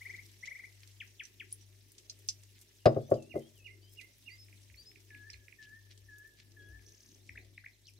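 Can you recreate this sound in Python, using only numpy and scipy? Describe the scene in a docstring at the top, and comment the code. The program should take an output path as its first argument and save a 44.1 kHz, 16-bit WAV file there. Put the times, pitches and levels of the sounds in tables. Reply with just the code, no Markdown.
"""Batter in a pan, a bowl and songbirds

Batter sizzles softly: shaped noise, crackling puffs, spits and short swells, low ones as a spatula smears it.
The spatula rubs a bowl, which clinks (decaying modes) and is set down on a wooden table (modes, dense thud).
Songbirds left, right and far off call outside: pure swept tones with sparse echoes. Over a low rumble, two
appliance hums near 100 Hz beat about 1.4 times a second, with a weaker one near 50 Hz; soft thumps come later."""
import sys
import numpy as np
from scipy import signal
from scipy.io import wavfile
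from scipy.ndimage import uniform_filter1d

SR = 44100
rng = np.random.default_rng(int(sys.argv[2]) if len(sys.argv) > 2 else 0)


def log_audio(samples):
    """Write samples as a 16-bit WAV file to the path given in sys.argv[1]."""
    # one column per channel
    frames = np.atleast_2d(samples).T
    # limit to full scale, then quantise
    limited = np.clip(frames, -1, 1)
    pcm = np.round(limited * 32767).astype(np.int16)
    wavfile.write(sys.argv[1], SR, pcm)


N = 352345


def amp(db):
    """Linear gain of a level in dB."""
    return 10 ** (np.asarray(db, float) / 20)


def evened(x):
    """Scaled to rms 1."""
    return x / np.sqrt(np.mean(x ** 2) + 1e-20)


def read(points, hz):
    """Value of a (f/Hz, value) curve at hz, interpolated over log frequency."""
    f, value = np.transpose(points)
    return np.interp(np.log(hz + 1), np.log(f + 1), value)


def pan(side_db):
    """Left and right gains for a left-right level difference."""
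    return amp([[side_db / 2], [-side_db / 2]])


def add(mix, start_s, sound):
    """Mixes a two-channel sound in, cut at the end of the mix."""
    part = mix[:, round(start_s * SR):][:, :sound.shape[1]]
    part += sound[:, :part.shape[1]]


def band(x, lo_hz, hi_hz):
    """Band-pass."""
    return signal.sosfilt(signal.butter(3, [lo_hz, hi_hz], "band", fs=SR, output="sos"), x)


def echoes(x, gap_s, t60_s, far_db, far_t60_s):
    """Sparse taps of random sign, other ones for each ear: near walls die fast, far ones slowly."""
    at = np.arange(0, SR, 20) + rng.integers(0, 20, (2, SR // 20))
    taps = np.zeros((2, SR + 20))
    np.put_along_axis(taps, at, rng.choice([-1., 1.], at.shape), 1)
    t = np.arange(taps.shape[1]) / SR
    decay = amp(-60 * t / t60_s) + amp(far_db - 60 * t / far_t60_s)
    taps *= decay * np.clip(t / gap_s - 1, 0, 1)  # silent up to gap_s, full from twice that
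    return signal.fftconvolve(x, taps / np.linalg.norm(taps[0]), axes=1)[:, :N]


# left-right likeness of the noises: (f/Hz, correlation)
EAR_LIKENESS = [(60, 1), (130, 0.3), (290, 0.65), (640, .4), (1400, 0.34), (3100, 0.093), (6800, .2),
                (15000, 0.14)]


def noise(spectrum, size, patchy_db, flicker_db):
    """Random short-time spectra with drifting patches and a flicker shared by all bins."""
    frames, hz = 4 * N // size + 5, np.fft.rfftfreq(size, 1 / SR)
    a, b, c, d, patches = rng.standard_normal((frames, len(hz), 5)).T
    patches = uniform_filter1d(uniform_filter1d(patches, size=9, axis=0), size=9, axis=1)
    flicker = evened(uniform_filter1d(rng.exponential(1, frames) - 1, size=3))
    same = np.clip(read(EAR_LIKENESS, hz), -1, 1)[:, None]
    left = a + 1j * b
    right = same * left + np.sqrt(1 - same ** 2) * (c + 1j * d)
    level_db = patchy_db * evened(patches) + flicker_db * flicker
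    bins = np.array([left, right]) * amp(read(spectrum, hz)[:, None] + level_db)
    return signal.istft(bins, nperseg=size, noverlap=size * 3 // 4)[1][:, :N]


# courses of sizzle and rumble before layer gains: (t/s, sizzle level/dB, rumble level/dB)
LAYER_LEVELS = [(0.0, -68, -75), (0.22, -69, -69.5), (0.49, -71, -75), (1.8, -74, -74.5),
                (2.31, -72, -73.5), (2.87, -73, -77.5), (3.0, -73.5, -87), (3.29, -75.5, -71.5),
                (3.49, -72.5, -71.5), (3.69, -75.5, -73.5), (4.3, -72.5, -75.5), (4.54, -72.5, -73.5),
                (6.34, -75.5, -76), (6.72, -75.5, -69), (6.96, -73, -74), (7.48, -76.5, -71),
                (7.63, -77, -77), (7.99, -78, -78.5)]
# sizzle spectrum: (f/Hz, relative density/dB per Hz)
SIZZLE_SPECTRUM = [(530, -39), (900, -9.5), (1310, -18), (1440, -7.5), (1570, -15.5), (1720, -5),
                   (1920, -4), (3960, -2), (4410, -4), (5750, -0.5), (7140, -6.5), (14200, -9),
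                   (16000, -14)]


def sizzle():
    """Frying batter: fine hiss and a crackle of many small bubbles under one level course."""
    s, sizzle_db, _ = np.transpose(LAYER_LEVELS)
    hiss = noise(SIZZLE_SPECTRUM, size=256, patchy_db=2.5, flicker_db=0.7)
    hiss /= np.std(band(hiss, 6500, 15000).mean(0))
    crackle, which = np.zeros((2, N)), rng.integers(0, 12, N)
    bursts = rng.random(N) < 70 / SR  # 70 a second on average
    size = amp(4 * np.minimum(rng.exponential(1, N), 4)) * bursts
    for k, hz in enumerate(np.geomspace(4500, 14000, 12)):
        grain = puff(hz, rng.standard_normal(2000) + 1.86 * rng.standard_normal((2, 2000)))
        for at in np.flatnonzero(size * (which == k)):
            add(crackle, at / SR, size[at] * grain)
    level = amp(np.interp(np.arange(N) / SR, s, sizzle_db))
    return level * (amp(-1.0) * hiss + amp(4.5) * crackle)


def puff(hz, chance):
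    """A bubble bursts: a sharp puff around its own pitch with a short hiss behind it."""
    t = np.arange(2000) / SR
    burst = chance * (amp(-60 * t / 0.0072) + amp(-4.0 - 60 * t / 0.0633))
    burst = band(burst, hz * 0.54, min(hz * 1.59, 17000))
    return burst / abs(burst).max()


# rumble spectrum: (f/Hz, relative density/dB per Hz)
RUMBLE_SPECTRUM = [(12, -43.5), (20, -11.5), (54, -11), (80, -17.5), (102, -13.5), (124, -4), (160, -14),
                   (209, -10.5), (387, -6.5), (498, -21.5), (608, -19), (857, -32), (1500, -39.5),
                   (1950, -64), (3300, -120)]
AFTER_DB, AFTER_T60_S = -33, 0.32  # table rumble after a landing: level re knock, decay


def rumble():
    """Low kitchen noise; the table rumbles on after each landing of the bowl."""
    s, _, rumble_db = np.transpose(LAYER_LEVELS)
    t = np.arange(N) / SR
    low = noise(RUMBLE_SPECTRUM, size=2048, patchy_db=3.0, flicker_db=0.5)
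    low /= np.std(band(low, 150, 480).mean(0))
    after = np.zeros(N)
    for at, db, *_ in KNOCK_EVENTS:
        after += (t > at) * amp(db + AFTER_DB - 60 * np.maximum(t - at, 0) / AFTER_T60_S)
    return low * (amp(np.interp(t, s, rumble_db)) + after) * pan(2.3)


# appliance hums before pan: (f/Hz, peak level/dB)
HUM_TONES = [(99.95, -61.3), (98.565, -65), (49.7, -73)]
IN_STEP_S = 4.51  # a moment when the hums are in step


def hums():
    """Steady cosines; the pair near 100 Hz beats."""
    t = np.arange(N) / SR
    return pan(4.77) * sum(amp(db) * np.cos(2 * np.pi * hz * (t - IN_STEP_S)) for hz, db in HUM_TONES)


# single sweeps: (t/s, length/s, start f/Hz, end f/Hz, peak level/dB, left-right/dB)
SINGLE_SWEEPS = [(0.848, 0.0083, 2550, 1144, -66, 6), (5.6404, 0.028, 2120, 4080, -61.5, -3),
                 (6.791, 0.0062, 3310, 1540, -61, 0), (7.854, 0.01, 5740, 3300, -57.5, 1),
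                 (7.8654, 0.038, 4010, 1990, -57.5, 3.5), (7.8678, 0.0065, 7250, 3350, -50.5, 3),
                 (7.873, 0.026, 7160, 4220, -57, 4.5)]
# two low trills, left: (t/s, level/dB)
TRILL_STARTS = [(.005, -44), (.0496, -41), (.091, -41.5), (.133, -43.5), (.178, -46), (.4246, -41),
                (.4675, -41), (.5055, -42.5), (.546, -43.5), (.5843, -45), (.631, -44.5)]
# their note: (t after start/s, length/s, start f/Hz, end f/Hz, level/dB, left-right/dB)
TRILL_SHAPE = [(0.00025, 0.0292, 1830, 2455, 0, 4.4)]
# pairs of falling ticks, right: (t/s, level/dB)
TICK_STARTS = [(4.483, -55.5), (4.698, -53), (4.914, -51), (5.104, -48), (5.297, -48.5), (5.481, -47)]
# one pair: (t after start/s, length/s, start f/Hz, end f/Hz, level/dB, left-right/dB)
TICK_SHAPE = [(0, 0.00573, 3220, 1520, -3, -9), (.042, 0.00824, 3110, 1740, -0.5, -8)]
# down-up-down calls, left: (t/s, level/dB)
TRIPLET_STARTS = [(7.2905, -41), (7.576, -41)]
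# one call: (t after start/s, length/s, start f/Hz, end f/Hz, level/dB, left-right/dB)
TRIPLET_SHAPE = [(0, 0.0084, 3040, 1586, -0.5, 3.7), (.061, 0.0173, 1330, 2580, -8.5, 3.6),
                 (.083, .0104, 2925, 1630, .6, 1.5)]
# rattle note, a faint wide sweep round a strong core:
# (t after start/s, length/s, start f/Hz, end f/Hz, level/dB, left-right/dB)
RATTLE_SHAPE = [(0, .009, 3687, 8220, -5, 3.5), (.0015, 0.0085, 5300, 6960, -1, 3.2)]
RATTLE_START_S, RATTLE_END_S, RATTLE_RATE_HZ = 6.861, 7.16, 35.5
RATTLE_DB, RATTLE_FADE_DB = -54, -1.5  # start level, change by the end
UNEVEN_DB, UNEVEN_S = -0.5, 0.00122  # largest random offsets of a rattle note
RAGGED_DB = 1.5  # rms unevenness within a sweep, before trimming to its length


def sweep_rows():
    """All quick sweeps: (t/s, length/s, start f/Hz, end f/Hz, peak level/dB, left-right/dB)."""
    rattle = []
    starts = np.arange(RATTLE_START_S, RATTLE_END_S, 1 / RATTLE_RATE_HZ)
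    for s, (late, loud) in zip(starts, rng.uniform(-1, 1, (20, 2))):
        fade_db = RATTLE_FADE_DB * (s - RATTLE_START_S) / (RATTLE_END_S - RATTLE_START_S)
        rattle.append((s + UNEVEN_S * late, RATTLE_DB + fade_db + UNEVEN_DB * loud))
    rows = list(SINGLE_SWEEPS)
    for calls, shape in ((TRILL_STARTS, TRILL_SHAPE), (rattle, RATTLE_SHAPE),
                         (TICK_STARTS, TICK_SHAPE), (TRIPLET_STARTS, TRIPLET_SHAPE)):
        rows += [row for s, db in calls for row in np.add(shape, [s, 0, 0, 0, db, 0])]
    return rows


def quick_sweeps():
    """Short tones gliding exponentially in pitch under a sine-shaped swell."""
    out = np.zeros((2, N))
    for s, length_s, start_hz, end_hz, db, side_db in sweep_rows():
        u = np.arange(0, 1, 1 / (length_s * SR))
        turns = np.cumsum(start_hz * (end_hz / start_hz) ** u) / SR
        sharp = 0.88 + 0.98 * abs(np.log2(end_hz / start_hz))  # wide sweeps are loud only in their middle
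        ragged = evened(uniform_filter1d(rng.standard_normal(3000), size=150))[:len(u)]
        level = amp(db + RAGGED_DB * ragged) * np.sin(np.pi * u) ** sharp
        add(out, s, pan(side_db) * level * np.sin(2 * np.pi * turns))
    return out


def birds():
    """All calls, smeared by echoes from the yard."""
    out = quick_sweeps() + whistles() + far_coos()
    out[0] = np.roll(out[0], 1)  # reaches the left port one sample later
    return out + amp(-7) * echoes(out, gap_s=.004, t60_s=0.2, far_db=-26.5, far_t60_s=1.7)


# short swells of crackle, low ones as the spatula smears batter, others bursts of high hiss:
# (t/s, length/s, level/dB, centre f/Hz)
SWELL_EVENTS = [(0.093, 0.066, -67, 4520), (0.438, 0.058, -54, 3950), (0.558, 0.049, -68, 5500),
                (1.496, 0.047, -60, 6030), (2.265, 0.047, -60, 12000), (2.528, 0.081, -67.5, 3200),
                (2.589, 0.059, -62, 9000), (3.09, 0.051, -60.5, 11700), (3.341, 0.08, -63.5, 9000),
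                (3.55, 0.061, -69, 11000), (3.903, 0.062, -62.5, 11000), (3.993, 0.048, -60.5, 7880),
                (4.171, 0.13, -74, 13000), (4.601, 0.048, -65, 7000), (5.03, 0.04, -72, 12000),
                (5.597, 0.078, -61.5, 4000), (5.885, 0.062, -61.5, 3877), (6.356, 0.091, -62, 3570),
                (7.241, 0.082, -67.5, 5430), (7.856, 0.074, -69, 9000)]


def crackle_swells():
    """Noise in clumps of tiny bursts under a short swell."""
    out, chance = np.zeros((2, N)), rng.standard_normal((len(SWELL_EVENTS), 4, 6000))
    for (s, length_s, db, hz), c in zip(SWELL_EVENTS, chance):
        c = c[:, :round(length_s * SR)]
        clumps = amp(4.7 * evened(uniform_filter1d(c[3], size=120)))
        fizz = band((c[0] + c[1:3]) * clumps, hz * .5, min(hz * 1.56, 17000))
        add(out, s, amp(db) * evened(fizz) * np.hanning(c.shape[1]))
    return out


# touches on the bowl:
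# (t/s, peak level/dB, centre of excited modes f/Hz, left-right/dB, spread/octaves, crack re ring/dB, rise/ms)
CLINK_EVENTS = [(1.5253, -26.5, 9500, 0.5, 0.08, -16.5, 1.2), (1.9818, -40.5, 5400, 2, 0.14, 3, 0.38),
                (2.097, -31, 5300, 0, 0.2, -10, 0.6), (2.287, -18.5, 5670, -2.5, 0.2, -12, 0.27),
                (2.856, -39.5, 5030, 5, 0.02, -21.5, 14), (3.1016, -49.5, 7840, 5.5, .1, 7, 2.8),
                (3.139, -46, 5000, -0.5, 0.095, -4, 2.5), (3.223, -49, 6240, -3.5, 0.066, 6, 2.03),
                (5.3016, -37.5, 5300, -3, 0.084, -10.5, 0.87), (5.331, -41.5, 4215, -2, 0.2, -2, 2)]
# spatula rubs on the rim: (t/s, peak level/dB, rise/ms)
RUB_EVENTS = [(0.097, -53.5, 15), (0.225, -58, 18), (0.407, -55, 38), (0.4576, -43, 2.2), (.497, -51, 3.5),
              (0.552, -59, 13), (1.075, -52, 0.42), (1.1, -61, 8), (1.234, -44.5, 2.3), (1.251, -40.5, 2),
              (1.607, -53.5, 21)]
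RUB_HZ, RUB_SIDE_DB, RUB_OCTAVES, RUB_CRACK_DB = 5747, -8.5, 0.1, -7
# bowl modes: (f/Hz, relative level/dB, t60/s)
BOWL_MODES = [(2270, -10.5, .04), (2830, -6, .04), (3700, -13, 0.092), (4220, 4.5, 0.0398),
              (4340, -17.5, .035), (4750, -4, 0.045), (5030, -12, 0.084), (5300, 1, 0.012),
              (5640, -5.5, 0.046), (5700, -13, 0.13), (6030, -6.5, 0.034), (6390, 2.5, 0.022),
              (6370, -4, 0.033), (7130, -5, 0.027), (7440, -11, .03), (7230, 1.5, 0.036),
              (8170, -10.5, 0.027), (8600, -3.5, 0.042), (9300, -7, 0.026), (9630, -7, 0.017),
              (9710, -24, .03), (10210, -3.5, 0.021), (10400, 1.5, 0.029), (11000, 14, 0.026)]


def bowl():
    """Each touch or rub cracks and rings the modes near its centre, in another phase mixture at each ear."""
    out, t = np.zeros((2, N)), np.arange(5000) / SR
    hz, db, t60_s = np.transpose(BOWL_MODES)[:, :, None]
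    rub = RUB_HZ, RUB_SIDE_DB, RUB_OCTAVES, RUB_CRACK_DB
    touches = list(CLINK_EVENTS) + [(s, peak_db, *rub, rise_ms) for s, peak_db, rise_ms in RUB_EVENTS]
    phases = rng.random((len(touches), 2, len(BOWL_MODES), 1))
    bursts = rng.standard_normal((len(touches), 2, 5000))
    for touch, phase, burst in zip(touches, phases, bursts):
        s, peak_db, centre_hz, side_db, octaves, crack_db, rise_ms = touch
        weight = np.exp(-.5 * (np.log2(hz / centre_hz) / octaves) ** 2)
        ring = (weight * amp(db - 60 * t / t60_s) * np.sin(2 * np.pi * (hz * t + phase))).sum(1)
        crack = burst * (amp(-60 * t / 0.029) + amp(-10.0 - 60 * t / 0.16))
        crack = band(crack, centre_hz * .5, min(centre_hz * 1.546, 17000))
        sound = evened(ring) + amp(crack_db) * evened(crack)
        sound *= np.minimum(1000 * t / rise_ms, 1)
        add(out, s, amp(peak_db) * pan(side_db) * sound / abs(sound).max())
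    return out + amp(-8.5) * echoes(out, gap_s=0.0018, t60_s=0.076, far_db=-26.5, far_t60_s=0.28)


# spits of oil: (t/s, peak level/dB, centre f/Hz, left-right/dB)
SPIT_EVENTS = [(0.165, -45, 4850, 1), (0.233, -50, 5700, -2.5), (0.805, -56, 5400, -13),
               (0.833, -42.5, 3346, 3.5), (0.875, -46.5, 6120, -7), (1.919, -46.5, 10800, 0.5),
               (2.1898, -49, 11000, 6), (2.435, -46, 6140, -3), (2.617, -46.5, 5800, -3),
               (2.9467, -53, 4000, 10), (3.6694, -55, 4710, 3), (4.0127, -45, 3560, -7),
               (4.1828, -50, 14500, 1), (4.2242, -53.5, 4150, 6), (5.0032, -51, 5100, 7),
               (5.9766, -45.5, 5900, 3), (6.1833, -46.5, 11000, 1), (6.275, -51, 8600, 5),
               (6.519, -49, 4690, 1), (7.4478, -52.5, 5150, 7), (7.9368, -50, 7700, 0.5)]


def spits():
    """Large single bubble bursts, partly alike at both ears."""
    out, chance = np.zeros((2, N)), rng.standard_normal((len(SPIT_EVENTS), 3, 2000))
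    for (s, db, hz, side_db), c in zip(SPIT_EVENTS, chance):
        add(out, s, amp(db) * pan(side_db) * puff(hz, c[0] + 4.4 * c[1:]))
    return out


WOBBLE_SHARE, FLUTTER_DB = .008, 1.5  # pitch share and level by which a whistle wavers


def whistle(shape, pitch=1, pulses=(0, 0, 0)):
    """Pure tone along its shape; pitch and level waver, growing over the first 88 ms."""
    s, hz, db = np.transpose(shape)
    t = np.arange(0, s[-1], 1 / SR)
    waver = evened(uniform_filter1d(rng.standard_normal((2, 12000)), size=400))
    wobble, flutter = waver[:, :len(t)] * np.minimum(t / 0.088, 1)
    hz = pitch * uniform_filter1d(np.interp(t, s, hz), size=150, mode="nearest")
    hz = hz * (1 + WOBBLE_SHARE * wobble)
    start_s, rate_hz, half_depth_db = pulses
    pulse_db = -half_depth_db * (t > start_s) * (1 + np.cos(2 * np.pi * rate_hz * (t - start_s)))
    level = amp(np.interp(t, s, db) + FLUTTER_DB * flutter + pulse_db)
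    return level * signal.windows.tukey(len(t), .1) * np.sin(2 * np.pi * np.cumsum(hz) / SR)


# call shapes: (t after start/s, f/Hz before pitch ratio, relative level/dB)
SWOOP_SHAPE = [(0, 3650, -16), (.003, 3306, -4), (.006, 2906, -0.5), (.011, 2440, 3), (.02, 1830, -5),
               (.03, 1480, -19.5), (.04, 1210, -37)]
RISE_SHAPE = [(0, 3103, -4), (.04, 3168, -1), (.085, 3399.5, -1)]
SLIDE_SHAPE = [(0, 3490, -11), (.028, 3060, -8), (.052, 2680, -2), (.1, 2600, 0.6), (.155, 2780, -7)]
STEP_SHAPE = [(0, 4160, -8), (.02, 4620, -1.1), (.04, 4760, -1.5), (.08, 4750, -20), (.09, 5000, -6),
              (.105, 5210, -2.5), (.13, 5100, -3), (.17, 5200, -25)]
HOOK_SHAPE = [(0, 2783, -5), (.01, 2837, -12), (.022, 2842, 1.6), (.03, 2437, -2), (.04, 2027, -10.5),
              (.05, 1950, -14), (.07, 2122, -8.5), (.12, 2033, -29)]
DIP_SHAPE = [(0, 4360, -6), (.012, 3840, -2.5), (.022, 3440, 1), (.042, 3820, .3), (.057, 4130, .6),
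             (.072, 4340, -1), (.084, 5130, 1)]
ARCH_SHAPE = [(0, 3170, -10), (.012, 3860, -8), (.022, 4370, .3), (.032, 3870, -4), (.044, 3060, -12)]
# their calls; swoops are loud and falling: (t/s, level/dB, pitch ratio)
SWOOP_CALLS = [(1.0005, -41.5, 1.003), (1.194, -40.5, 1), (1.3965, -43, .997)]
RISE_CALLS = [(3.0, -71.5, 1.08), (3.4, -68.5, 0.99), (3.825, -67.5, .97)]
SLIDE_CALLS = [(2.762, -69, 1.07), (3.14, -64, 1.003), (3.545, -61, .98)]
STEP_CALLS = [(3.811, -66, 1.02), (4.296, -56, 1.01), (4.768, -52.5, 0.992)]
HOOK_CALLS = [(3.294, -50.5, .99), (3.642, -46.5, 1.007), (3.969, -46.5, 1.003), (4.259, -46.5, 0.99)]
DIP_CALLS = [(7.177, -76.5, 1.003), (7.356, -73, 1.003), (7.533, -73.5, .995)]
ARCH_CALLS = [(7.714, -69, 0.98), (7.833, -65, 0.97), (7.956, -69, .985)]
# faint high tones, one curve each: among them a coo's overtone (6.595 s) and the rattle's
# opening sweep (6.843 s): (t/s, f/Hz, level/dB)
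HIGH_TONES = [
    [(3.03, 5940, -70), (3.06, 5890, -78), (3.085, 5970, -65), (3.1, 6200, -68)],
    [(6.595, 3350, -66.5), (6.63, 3260, -75), (6.68, 3400, -70)],
    [(6.67, 6360, -83), (6.71, 5900, -74.5), (6.73, 5251, -76)],
    [(6.843, 6560, -72), (6.858, 5670, -70), (6.872, 5570, -65), (6.888, 6500, -58)],
    [(7.27, 5650, -76), (7.32, 5550, -73), (7.33, 5250, -72), (7.345, 5200, -72)],
]
SLIDE_PULSES = .05, 42, 6  # (t after start/s, rate/Hz, half depth/dB)
LEFT_DB, RIGHT_DB = 4, -8.5  # left-right level of the two sides of the yard


def whistles():
    """Longer tones to the left and right, and faint high ones; slides fall, then pulse."""
    out = np.zeros((2, N))
    for shape, calls, side_db in ((SWOOP_SHAPE, SWOOP_CALLS, LEFT_DB), (RISE_SHAPE, RISE_CALLS, LEFT_DB),
                                  (STEP_SHAPE, STEP_CALLS, LEFT_DB), (HOOK_SHAPE, HOOK_CALLS, RIGHT_DB),
                                  (DIP_SHAPE, DIP_CALLS, RIGHT_DB), (ARCH_SHAPE, ARCH_CALLS, RIGHT_DB)):
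        for s, db, pitch in calls:
            add(out, s, amp(db) * pan(side_db) * whistle(shape, pitch))
    for s, db, pitch in SLIDE_CALLS:
        add(out, s, amp(db) * pan(LEFT_DB) * whistle(SLIDE_SHAPE, pitch, SLIDE_PULSES))
    for tone in HIGH_TONES:
        start_s = tone[0][0]
        add(out, start_s, pan(RIGHT_DB) * whistle(np.subtract(tone, [start_s, 0, 0])))
    return out


# the bowl lands and rocks on the table:
# (t/s, peak level/dB, contact time scale/ms, extra level of modes below 200 Hz/dB)
KNOCK_EVENTS = [(2.856, -6.5, 0.053, 4.5), (2.962, -19.5, 1.02, 5), (3.089, -43, 0.61, .3),
                (3.113, -12, 0.87, .3), (3.34, -37, 2.7, -3), (3.353, -23, 1.6, -4)]
# long table modes: (f/Hz, relative level/dB, t60/s, left lead/rad)
TABLE_MODES = [(117.84, -5, 0.2, 0.15), (140.4, -13, .3, .2), (228, -16.5, 0.36, 0.3033),
               (274, -21, 0.24, 0.4), (323.6, -12.5, 0.37, .5), (339, -13.5, 0.26, 0.59),
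               (396.3, -7, 0.18, .7), (424, -15.5, 0.06, 2.4), (495.7, -10.5, 0.043, 0.4),
               (537, -5, 0.18, .9), (604.4, -6.5, .16, 1.1), (639.6, -0.5, 0.1362, 1.1),
               (684.6, -8.5, 0.062, 0.95), (830, -14.5, 0.2316, 2.6), (1084, -28, 0.051, 1.4),
               (1150, -24, 0.09, 2), (1280, -23.5, .07, 3.04), (1436, -27.5, 0.11, 2.8),
               (1760, -26, 0.1, 2.4), (2740, -29, 0.087, 1.15)]
# dense short modes of the wood: (f/Hz, relative density/dB per Hz)
THUD_SPECTRUM = [(59, -42), (100, -11.5), (241, -18), (607, -4), (684, -8), (962, -34.5), (1130, -21),
                 (2230, -39), (2780, -39.5), (4680, -41.5), (5070, -34.5), (5390, -50), (12000, -62.5),
                 (15600, -97), (22000, -120)]


def knocks():
    """A push rings the table top: a dense short thud and a few long modes; longer contact sounds duller."""
    out, t = np.zeros((2, N)), np.arange(SR // 2) / SR
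    hz, db, t60_s, lead = np.transpose(TABLE_MODES)[:, :, None]
    dense_hz = np.geomspace(300, 11000, 110)[:, None]
    dense_lead = read(np.array(TABLE_MODES)[:, [0, 3]], dense_hz)
    place = rng.standard_normal((len(KNOCK_EVENTS), len(TABLE_MODES), 1))
    spread = rng.random((len(KNOCK_EVENTS), 3, 110, 1))
    # the bowl settles on the wood and damps it after the first swings
    held = 1 + 1.057 * np.exp(-((t - .009) / 0.012) ** 2)
    for (s, peak_db, contact_ms, bass_db), spot_db, (shift, start, ears) in zip(KNOCK_EVENTS, place, spread):
        modes = amp(db + bass_db * (hz < 200) + 1.5 * spot_db - 60 * t / t60_s)
        modes = modes * (1 - np.exp(-t * hz / 1.95)) * held  # builds up over some cycles
        f, u = dense_hz * (1 + .04 * shift), t[:5000]
        dense_t60_s = 0.13 * (600 / f) ** 0.2985
        dense = amp(read(THUD_SPECTRUM, f) - 60 * u / dense_t60_s) * np.sqrt(f / 600)
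        dense = dense * (1 - np.exp(-u * f / 4.46)) * held[:5000]
        ring = np.zeros((2, len(t)))
        for ear, side in enumerate((.5, -.5)):
            ring[ear] = (modes * np.sin(2 * np.pi * hz * t + side * lead)).sum(0)
            phase = 2 * np.pi * (f * u + start) + side * (dense_lead + 0.53 * ears - .8)
            ring[ear, :5000] += amp(1.5) * (dense * np.sin(phase)).sum(0)
        u = np.arange(400) / SR / (contact_ms / 1000)
        push = u * np.exp(-4 * u)
        ring = signal.oaconvolve(ring, push[None], axes=1)
        add(out, s, amp(peak_db) * pan(2.8) * ring / abs(ring.mean(0)).max())
    return out + amp(-17) * echoes(out, gap_s=0.0028, t60_s=.3, far_db=-30.5, far_t60_s=0.46)


# the spatula presses the pan on its hob: (t/s, level/dB, settled f/Hz, time scale/s)
THUMP_EVENTS = [(4.696, -57.5, 67.6, 0.14), (5.321, -54, 69, 0.097), (6.002, -62.5, 60, 0.14),
                (6.687, -50.5, 61, 0.15), (7.283, -57, 63.7, 0.22)]


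def thumps():
    """Soft low swells of a sine whose phase runs ahead at first, then settles."""
    out = np.zeros((2, N))
    for s, db, hz, length_s in THUMP_EVENTS:
        u = np.arange(0, 3 * length_s, 1 / SR) / length_s
        swell = 4 * u * np.exp(1 - 4 * u)  # peaks at a quarter of the time scale
        turns = hz * length_s * u * (1 + 0.48 * np.exp(-3 * u))
        add(out, s, amp(db) * pan(2.6) * swell * np.sin(2 * np.pi * turns))
    return out


# coo shape: (t after start/s, f/Hz before pitch ratio, relative level/dB)
COO_SHAPE = [(0, 1814, 11.5), (.015, 1715, 1.1), (.05, 1680, 3), (.09, 1685, -2), (.13, 1686, 1.1),
             (.17, 1755, 2.8), (.2, 1775, -0.3), (.22, 1713, -4)]
# coos: (t/s, level/dB, pitch ratio)
COO_CALLS = [(5.1, -57.5, 1), (5.584, -56.5, 1.02), (6.083, -57, 1.003), (6.564, -59, 0.99)]


def far_coos():
    """A far bird coos, with long echoes of its own."""
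    out = np.zeros((2, N))
    for s, db, pitch in COO_CALLS:
        add(out, s, amp(db) * pan(LEFT_DB) * whistle(COO_SHAPE, pitch))
    return out + amp(-11) * echoes(out, gap_s=.02, t60_s=1, far_db=0, far_t60_s=1.3)


def scene():
    """All sources together."""
    batter = sizzle() + crackle_swells() + spits()
    kitchen = rumble() + hums() + thumps()
    return batter + kitchen + birds() + bowl() + knocks()


EDGE_HZ = 15830  # upper band limit


def record(dry):
    """The microphone drops the deepest bass; then the band limit."""
    mic = signal.sosfilt(signal.butter(2, 38, "high", fs=SR, output="sos"), dry)
    low_pass = signal.firwin(511, EDGE_HZ, window=("kaiser", 9), fs=SR)
    return signal.oaconvolve(mic, low_pass[None], "same")


dry = scene()
out = record(dry)
log_audio(out)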